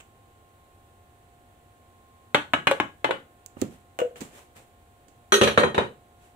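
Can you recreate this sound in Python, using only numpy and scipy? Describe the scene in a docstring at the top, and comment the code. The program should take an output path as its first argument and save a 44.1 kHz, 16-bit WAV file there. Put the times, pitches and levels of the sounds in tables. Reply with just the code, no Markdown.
"""Two microphones in a small tiled kitchen; a quiet appliance hums under room air throughout.
After the faint dying tail of an earlier knock, a plastic scoop is knocked clean on a container and
put down. Snaps, thumps, bumps, rustles and a nudged tub follow; a metal pot is set down, rings and
rocks to rest; one soft rustle closes. Contacts are coloured pulses with scatter and reflections;
rings are sums of dying modes; rustles and air are shaped noise; the hum is wavering sines."""
import sys
import numpy as np
from scipy import signal
from scipy.fft import rfft, irfft
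from scipy.io import wavfile

SR = 44100
rng = np.random.default_rng(int(sys.argv[2]) if len(sys.argv) > 2 else 0)


def materialize(psi):
    """Save the field psi as 16-bit PCM at rate SR to the path in sys.argv[1].

    A 1-D psi becomes a single channel; in a 2-D psi each row is a channel.
    """
    bounded = np.clip(np.atleast_2d(psi).T, -1, 1)
    quanta = np.round(bounded * 32767).astype(np.int16)
    wavfile.write(sys.argv[1], SR, quanta)


N = 280294  # samples
SIZE = 32768  # samples per contact buffer
AGE_S = np.arange(SIZE) / SR
FREQS_HZ = np.fft.rfftfreq(SIZE, 1 / SR)
ATTACK = 1323  # samples (30 ms)
EDGE_HZ = 15700

# Levels in the tables are relative; each source adds its own trim.
# Room air spectrum: (frequency [Hz], relative density [dB per Hz])
AIR_SPECTRUM = [(25, -13.5), (90, 1.5), (170, -12.5), (500, -11), (800, -15.5), (1300, -20), (3200, -25.5),
                (4100, -29), (5100, -37), (6400, -33), (7900, -27), (10000, -31.5), (13000, -33.5),
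                (15000, -32)]
# Appliance hum before microphone gains: (frequency [Hz], mean level [dB])
HUM_TONES = [(91.5, -73.5), (242, -74), (301, -79), (355, -74.5), (710, -65), (790, -71.5), (1065, -69),
             (1421, -78.5), (1776, -79)]
# Likeness of the two microphones: (frequency [Hz], coherence [-1 to 1])
MIC_COHERENCE = [(100, 0.96), (300, 0.75), (600, 0.62), (1300, -0.41), (2500, 0.063), (15000, -0.067)]
# Tile reverberation: (frequency [Hz], t60 [s])
ROOM_DECAY = [(120, 0.42), (320, 0.25), (840, 0.23), (2000, 0.25), (3500, 0.24), (7000, 0.28),
              (14000, 0.25)]
# Sliding strokes: (start [s], swell [s], level [dB])
SLIDES = [(3.55, 0.085, -48.5), (3.69, 0.048, -58.5), (4.153, 0.019, -47.5), (4.2, 0.016, -44.5),
          (4.29, 0.095, -49.5), (4.546, 0.025, -49.5), (6.15, 0.11, -59.5)]
# Things brushed in passing; the first row is an earlier knock dying away:
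# (time [s], level [dB], brightness [dB/octave], hollowness [dB], direct over scattered [dB])
BUMPS = [(0.001, -50, 4.5, -2, -12), (3.568, -43, -7, -8, -18), (3.9892, -30.5, 2.5, 6.5, 2),
         (4.002, -30.5, 1.5, 7.5, -1.5), (4.0155, -37.5, -1, -2, 0), (4.158, -48, 0.5, -9, -7)]
# Small snaps and the dull thumps that follow two of them:
# (time [s], level [dB], brightness [dB/octave], hollowness [dB], direct over scattered [dB])
SNAPS = [(3.4619, -42.5, 8, 2.5, 11), (3.616, -33.5, 3, -3, 22), (3.6197, -21.2, -3.5, 3.5, -2.5),
         (4.208, -41.5, -0.5, -24, 4), (4.2129, -33, -1.5, -6, -3.5), (5.083, -57.5, 0.8, -7, -5)]
# Hollow tub nudged: (time [s], level [dB], brightness [dB/octave])
NUDGES = [(3.9903, -25.5, 7.5), (4.003, -30, 6.5), (4.016, -16.5, -2.5), (4.108, -40, 1)]
# Pot contacts:
# (time [s], level [dB], brightness [dB/octave], hollowness [dB], base ring [dB])
POT_CONTACTS = [(5.3211, -17, 3.3, 12.5, -21.5), (5.339, -20.5, 3, -16, -36), (5.4128, -15.5, -.3, -8, -16),
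                (5.434, -19, 1, -13, -35), (5.474, -19.5, 0.7, -0.5, -41), (5.5752, -12, -.7, 9, -16),
                (5.598, -37, 9, -9, -26.5), (5.633, -15.5, -3, 11, -20), (5.745, -27.5, -0.2, -2, -30.5),
                (5.779, -16, -1.6, 5.5, -29), (5.812, -30.5, -4.5, 10, -37)]
# Scoop knocks: (time [s], level [dB], brightness [dB/octave], hollowness [dB],
# direct over scattered [dB], wall stiffness [frequency ratio])
KNOCKS = [(2.3458, -14, 0.3, -5.5, -6.5, 1.066), (2.5353, -16, -1, -9, -2.5, 0.99),
          (2.6702, -15, 0, -10.5, -6.5, 1.02), (2.7126, -14.5, 5.74, 25, 2, 1.08),
          (2.8003, -19.5, -1, -6.5, -.5, 0.96), (3.0436, -19, 0.2, 0.5, -13.5, 1.05),
          (3.0915, -20, -1.5, 29, 1, 1.2), (3.1085, -22.2, 0.4, 2, -5, 1.1)]
# Bands of thud, body, clack, crack, tick: (low [Hz], high [Hz])
BANDS = [(100, 350), (350, 800), (800, 2000), (2000, 4300), (5000, 15000)]
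# Ordinary blow by band: (thud [dB], body [dB], clack [dB], crack [dB], tick [dB])
BUMP_BLOW = (-14.5, -1, -1.5, -9.5, -16)
SNAP_BLOW = (-3.5, -4.5, -14.5, -13, -8)
POT_BLOW = (-7.5, 0, -2, -1.5, -20.5)
SCOOP_BLOW = (-13.5, 0, 1.5, -4.5, -22)
# Contact colour: (frequency [Hz], gain [dB])
BUMP_COLOUR = [(40, -17), (90, 1.5), (250, 3.5), (600, -9.5), (1000, -14), (2000, -8.5), (2900, 2),
               (4800, -22.5), (7500, -12), (11500, -34.5), (15000, -21)]
SNAP_COLOUR = [(40, -22), (90, -3.5), (150, -1), (230, 5.5), (330, 4.5), (480, -1.5), (680, -11.5),
               (1000, -13), (3000, -12), (5500, -12), (7400, 0), (8800, -14.5), (12000, -22.5),
               (15000, -13)]
POT_COLOUR = [(40, -35), (90, -7.5), (160, -7.5), (220, -6.5), (290, -6.5), (450, 6), (700, -1), (1600, -1),
              (2500, -14), (3800, -13.5), (5000, -30), (6500, -23.5), (9500, -25.5), (12500, -35)]
SCOOP_COLOUR = [(40, -46.5), (90, -12), (140, -5), (200, -7), (300, -2.5), (600, -10.5), (850, -3),
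                (1200, -1.5), (1700, -1.5), (3100, 0.5), (3900, -9), (4700, -24), (7600, -18), (14500, -29)]
# Modes before detuning and damping: (frequency [Hz], level [dB], t60 [s])
TUB_MODES = [(489, 3.5, 0.18), (532, -8.5, 0.2), (613, -8, 0.12), (692, -7.5, 0.093), (1510, -14.5, 0.052),
             (2863, -25, 0.093)]
RIM_MODES = [(372, -5.5, 0.29), (408, -4, 0.27), (1264, 2, 0.14), (1474, -3.5, 0.12), (1535, -1.5, 0.049),
             (1860, -8, 0.32), (3290, -4.5, 0.16), (3957, -5.5, 0.11), (4200, -12.5, 0.26),
             (5905, -6.5, 0.1), (6544, -10.5, 0.142), (8170, -22, .17), (8560, -17, 0.16),
             (9300, -17.5, .13), (9900, -20, 0.22), (11060, -23, 0.35), (13860, -21.5, .2)]
BASE_MODES = [(218.6, -2, 0.21), (386.7, 4.5, 0.16), (470, 0, 0.24), (538.5, 2.5, 0.13), (570.8, 1, 0.32),
              (817, -11.5, 0.22), (1027, -6.5, 0.18), (1280, -7.5, 0.26), (1550, -19.5, 0.12),
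              (1845, -2, .16), (2970, -18.5, 0.14), (3150, -10, 0.21), (3350, -16, 0.16), (4000, -12, 0.28),
              (6600, -21, 0.18), (8560, -21.5, 0.24), (10648, -31, 0.19)]
SCOOP_MODES = [(296, 0, 0.15), (582, 6, 0.081), (844, -2, 0.15), (1490, -3, 0.24), (1660, -4, .24),
               (1965, -9.5, 0.071), (2450, -6, 0.095), (2980, -2, 0.18), (3290, -27, 0.38)]

AIR_LEVEL_DB = -58.3
HUM_DRIFT_DB, HUM_LEAD_S = 2.1, 0.0002  # drift: standard deviation; lead: right mic over left
SLIDE_T60_S = 0.33
# Mid-wall blows sound hollow: centre and width of the emphasis
PLASTIC_HOLLOW_HZ, POT_HOLLOW_HZ, HOLLOW_OCTAVES = 550, 1070, 0.72
# Mode shift per contact (standard deviation, share of pitch); thin walls radiate little below this
DETUNE_RATIO, RADIATE_HZ = 0.003, 110
# Hand damps the tub: onset, added decay
GRIP_S, GRIP_T60_S = 0.063, 0.08
# Rim sings less as the pot settles flat
RIM_FIRST_DB, SETTLE_DB_PER_S = 2.5, 79
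# Scoop moves left, mostly heard in the treble: limiting speed, half-effect frequency
DRIFT_DB_PER_S, SHADOW_HZ = 5, 900


def amp(db):
    """Amplitude from dB."""
    return 10 ** (np.asarray(db) / 20)


def rms(x):
    """Root mean square, kept above zero."""
    return np.sqrt(np.mean(x ** 2) + 1e-20)


def read(points, hz):
    """Straight lines between points on a log-frequency axis."""
    point_hz, value = np.transpose(points)
    return np.interp(np.log(hz + 1), np.log(point_hz + 1), value)


def fade(t, t60_s):
    """Falls by 60 dB in t60_s."""
    return np.exp(-np.log(1000) * t / np.maximum(t60_s, 1e-3))


def add(mix, start_s, sound):
    """Mix a sound in at its start, cut at the end of the mix."""
    part = mix[:, round(start_s * SR):][:, :sound.shape[1]]
    part += sound[:, :part.shape[1]]


def causal(db):
    """Minimum-phase response for a gain curve in dB."""
    cepstrum = irfft(np.log(amp(db)))
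    cepstrum[1:SIZE // 2] *= 2
    cepstrum[SIZE // 2 + 1:] = 0
    return np.exp(rfft(cepstrum))


def diffuse(size):
    """Two-microphone noise spectra with the set coherence."""
    a, b = rfft(rng.standard_normal((2, size)))
    coherence = read(MIC_COHERENCE, np.fft.rfftfreq(size, 1 / SR))
    turn = np.arccos(np.clip(coherence, -1, 1)) / 2
    common, opposed = np.cos(turn) * a, np.sin(turn) * b
    return np.array([common + opposed, common - opposed])


def balance(hz, lean):
    """Gains of both microphones from points (frequency [Hz], left minus right [dB])."""
    return amp(np.array([[.5], [-.5]]) * read(lean, hz))


def grain(size, spread_db):
    """Uneven strength, redrawn about every millisecond."""
    draws = rng.standard_normal(size // 48 + 1)
    return amp(spread_db * np.repeat(draws, 48)[:size])


def overtones(count, low_hz, high_hz, width_hz, height_db):
    """Gain curve in dB of the many small, irregular resonances of a thin wall."""
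    place, size = rng.random((count, 2)).T
    hz = low_hz + (high_hz - low_hz) * (np.arange(count) + place) / count
    height = amp(height_db * size)[:, None] ** 2
    peaks = height / (1 + (2 * (FREQS_HZ - hz[:, None]) / width_hz) ** 2)
    return 10 * np.log10(1 + peaks.sum(0))


def room_tail():
    """Dense tile reflections, each band dying at its own speed."""
    hz, frame_s, z = signal.stft(irfft(diffuse(SIZE)), SR, nperseg=256)
    decay = fade(frame_s, read(ROOM_DECAY, hz)[:, None])
    tail = signal.istft(z * decay, SR, nperseg=256)[1][:, :SIZE]
    tail = tail * (1 - np.exp(-AGE_S / 0.0079))
    return tail / np.linalg.norm(tail[0])


def blow(ordinary_db, hollow_hz, level_db, bright_db, hollow_db):
    """Band levels of a blow: hard contact tilts to the treble, a central one swells the middle."""
    octaves = np.log2(np.sqrt(np.prod(BANDS, axis=1)) / hollow_hz)
    hollow = np.exp(-.5 * (octaves / HOLLOW_OCTAVES) ** 2)
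    db = np.array(ordinary_db) + bright_db * octaves + hollow_db * hollow
    return level_db + db - 20 * np.log10(np.linalg.norm(amp(db)))


def contact(levels_db, colour_db, direct_db, scatter_t60_s, room_db, left_lag_ms, lean):
    """One blow: a sharp pulse, the short shudder of object and counter, and the room."""
    delay_ms = np.array([[.5], [-.5]]) * left_lag_ms + .5
    pulse = np.exp(-2j * np.pi * FREQS_HZ * delay_ms / 1000)
    shudder = irfft(diffuse(SIZE)) * fade(AGE_S, scatter_t60_s)
    shudder *= grain(SIZE, spread_db=2.5) * (1 - np.exp(-AGE_S / 0.0013))
    scattered = shudder / np.linalg.norm(shudder[0]) + amp(room_db) * room_tail()
    z = amp(direct_db) * pulse + rfft(scattered)
    z = z * causal(colour_db) * balance(FREQS_HZ, lean)
    # steer each band towards its level over the attack
    plain = [rms(irfft(z * (FREQS_HZ > lo) * (FREQS_HZ < hi))[:, :ATTACK]) for lo, hi in BANDS]
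    gain_db = np.array(levels_db) - 20 * np.log10(plain)
    tone = np.c_[np.sqrt(np.prod(BANDS, axis=1)), gain_db]
    return irfft(z * causal(read(tone, FREQS_HZ)))[:, :SIZE * 3 // 4]


def ring(modes, wet_db, lean):
    """Dying modes, shared a little differently by each blow; reflections make them beat."""
    hz, db, t60_s = np.transpose(modes)
    phase, luck_db, shift = rng.standard_normal((len(hz), 3)).T
    hz = hz * (1 + DETUNE_RATIO * shift)
    apart = np.arccos(np.clip(read(MIC_COHERENCE, hz), -1, 1)) / 2
    t = AGE_S[:SIZE // 2]
    angle = 2 * np.pi * phase + np.array([-apart, apart])
    weights = amp(db + luck_db) * balance(hz, lean) * np.exp(1j * angle)
    waves = np.exp(2j * np.pi * hz[:, None] * t) * fade(t, t60_s[:, None])
    dry = (weights @ waves).real * (1 - np.exp(-t / 0.00088))
    highpass = signal.butter(2, RADIATE_HZ, "highpass", fs=SR, output="sos")
    dry = signal.sosfilt(highpass, dry)
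    wet = signal.fftconvolve(dry, room_tail(), axes=1)[:, :len(t)]
    return dry + amp(wet_db) * wet


def room_air():
    """Steady air noise shaped by its spectrum."""
    hz = np.fft.rfftfreq(N, 1 / SR)
    lean = [(100, 0.0), (1000, -0.5), (10000, -4.5)]
    air = irfft(diffuse(N) * amp(read(AIR_SPECTRUM, hz)) * balance(hz, lean), N)
    return amp(AIR_LEVEL_DB) * air / rms(air)


def appliance_hum():
    """Motor tones whose phase wavers and whose level swells and sinks slowly."""
    t, out = np.arange(N) / SR, np.zeros((2, N))
    waver_s, drift_s = np.linspace(0, N / SR, 70), np.linspace(0, N / SR, 10)
    mic_db, lead_s = np.array([[1.5], [3.5]]), np.array([[0], [HUM_LEAD_S]])
    for tone_hz, db in HUM_TONES:
        waver_rad = 0.57 * np.interp(t, waver_s, rng.standard_normal(70))
        drift_db = HUM_DRIFT_DB * np.interp(t, drift_s, rng.standard_normal(10))
        wave = np.sin(2 * np.pi * tone_hz * (t + lead_s) + waver_rad)
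        out += amp(db + drift_db + mic_db) * wave
    return out


def stroke(t, swell_s):
    """Pressure of one slide: a smooth swell, then a steady fade."""
    swell = np.sin(np.pi / 2 * np.clip(t / swell_s, 0, 1)) ** 2
    return swell * fade(np.maximum(t - swell_s, 0), SLIDE_T60_S)


def rustle():
    """Sliding surfaces catch and slip in many tiny grains."""
    hz, t = np.fft.rfftfreq(N, 1 / SR), np.arange(N) / SR
    colour = [(40, -6), (200, 6.0), (500, 9), (1200, 3.5), (3000, 0), (5000, -9.0),
              (7800, -2), (11500, -9.5), (15000, -12)]
    lean = [(200, 2.0), (8000, -1.5)]
    hiss = irfft(diffuse(N) * amp(read(colour, hz)) * balance(hz, lean), N)
    grainy = hiss * grain(N, spread_db=1.5)
    pressure = sum(amp(db) * stroke(t - s, swell_s) for s, swell_s, db in SLIDES)
    return pressure * grainy / rms(grainy)


def bumps():
    """Earlier knock's tail, then brushed objects, on the right: coloured contacts, no modal ring."""
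    out, lean = np.zeros((2, N)), [(200, -7), (1400, -1.5), (3000, -0.5), (8000, -10)]
    colour_db = read(BUMP_COLOUR, FREQS_HZ)
    for s, *touch, direct_db in BUMPS:
        levels_db = blow(BUMP_BLOW, PLASTIC_HOLLOW_HZ, *touch)
        hit = contact(levels_db, colour_db, direct_db, scatter_t60_s=0.039, room_db=-5.0,
                      left_lag_ms=0.41, lean=lean)
        add(out, s, amp(-1.3) * hit)
    return out


def snaps_and_thumps():
    """Small snaps and the dull thumps that follow two, on the right: contacts, no modal ring."""
    out, lean = np.zeros((2, N)), [(300, -3.5), (2000, -3.0), (8000, -17.0)]
    colour_db = read(SNAP_COLOUR, FREQS_HZ)
    for s, *touch, direct_db in SNAPS:
        levels_db = blow(SNAP_BLOW, PLASTIC_HOLLOW_HZ, *touch)
        hit = contact(levels_db, colour_db, direct_db, scatter_t60_s=0.04, room_db=-5.0,
                      left_lag_ms=0.46, lean=lean)
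        add(out, s, amp(-3.0) * hit)
    return out


def tub():
    """Hollow tub modes, tilted by brightness and soon damped by the hand."""
    out, lean = np.zeros((2, N)), [(500, 2.3), (3000, 3.6)]
    grip = fade(np.maximum(AGE_S[:SIZE // 2] - GRIP_S, 0), GRIP_T60_S)
    lowest_hz = TUB_MODES[0][0]
    for s, level_db, bright_db in NUDGES:
        modes = [(hz, db + bright_db * np.log2(hz / lowest_hz), t60_s)
                 for hz, db, t60_s in TUB_MODES]
        add(out, s, amp(level_db - 3.0) * grip * ring(modes, wet_db=-4.5, lean=lean))
    return out


def pot():
    """The rim sings first and loses strength; the base slaps and rocks, each time on another spot."""
    out = np.zeros((2, N))
    lean = [(200, -2.5), (600, -1.0), (1300, 2.5), (3000, 0), (6000, -5), (14000, -2)]
    wall_db = overtones(count=130, low_hz=2200, high_hz=15000, width_hz=22, height_db=13)
    # pressing on the counter chokes the ring after 60 ms
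    choke = fade(np.maximum(AGE_S[:SIZE // 2] - .06, 0), t60_s=0.89)
    for s, level_db, bright_db, hollow_db, base_db in POT_CONTACTS:
        levels_db = blow(POT_BLOW, POT_HOLLOW_HZ, level_db, bright_db, hollow_db)
        rim_db = level_db + RIM_FIRST_DB - SETTLE_DB_PER_S * (s - POT_CONTACTS[0][0])
        spot_db = overtones(count=30, low_hz=900, high_hz=13000, width_hz=35, height_db=10)
        colour_db = read(POT_COLOUR, FREQS_HZ) + wall_db + spot_db
        hit = contact(levels_db, colour_db, direct_db=-9.5, scatter_t60_s=0.058, room_db=-2.5,
                      left_lag_ms=0.49, lean=lean)
        add(out, s, amp(-1.5) * hit)
        add(out, s, amp(rim_db) * choke * ring(RIM_MODES, wet_db=-5.5, lean=lean))
        add(out, s, amp(base_db - 3.5) * choke * ring(BASE_MODES, wet_db=-5.5, lean=lean))
    return out


def scoop():
    """Hard, dry knocks with a brief plastic ring; each lands on another spot of the wall."""
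    out = np.zeros((2, N))
    first_lean = [(200, 0.5), (600, -2.0), (1400, 3.5), (3000, -1), (6000, -4.5), (14000, -4)]
    for s, *touch, direct_db, stiffness in KNOCKS:
        levels_db = blow(SCOOP_BLOW, PLASTIC_HOLLOW_HZ, *touch)
        drift_db = DRIFT_DB_PER_S * (s - KNOCKS[0][0])
        lean = [(hz, db + drift_db * hz / (hz + SHADOW_HZ)) for hz, db in first_lean]
        spot_db = overtones(count=36, low_hz=500, high_hz=9000, width_hz=40, height_db=11)
        colour_db = read(SCOOP_COLOUR, FREQS_HZ / stiffness) + spot_db
        hit = contact(levels_db, colour_db, direct_db, scatter_t60_s=.04, room_db=-6,
                      left_lag_ms=0.086, lean=lean)
        add(out, s, amp(-2.14) * hit)
        # ring follows the clack band
        add(out, s, amp(levels_db[2] - 9.5) * ring(SCOOP_MODES, wet_db=-11, lean=lean))
    return out


def scene():
    """Sum of all sources."""
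    background = room_air() + appliance_hum() + rustle()
    return background + bumps() + snaps_and_thumps() + tub() + pot() + scoop()


def record(dry):
    """Soft overload on the highest peaks, then the band limit."""
    held = dry / (1 + dry ** 8) ** (1 / 8)
    lowpass = signal.firwin(301, EDGE_HZ, window=("kaiser", 8), fs=SR)
    return signal.oaconvolve(held, lowpass[None], "same", axes=1)


dry = scene()
out = record(dry)
materialize(out)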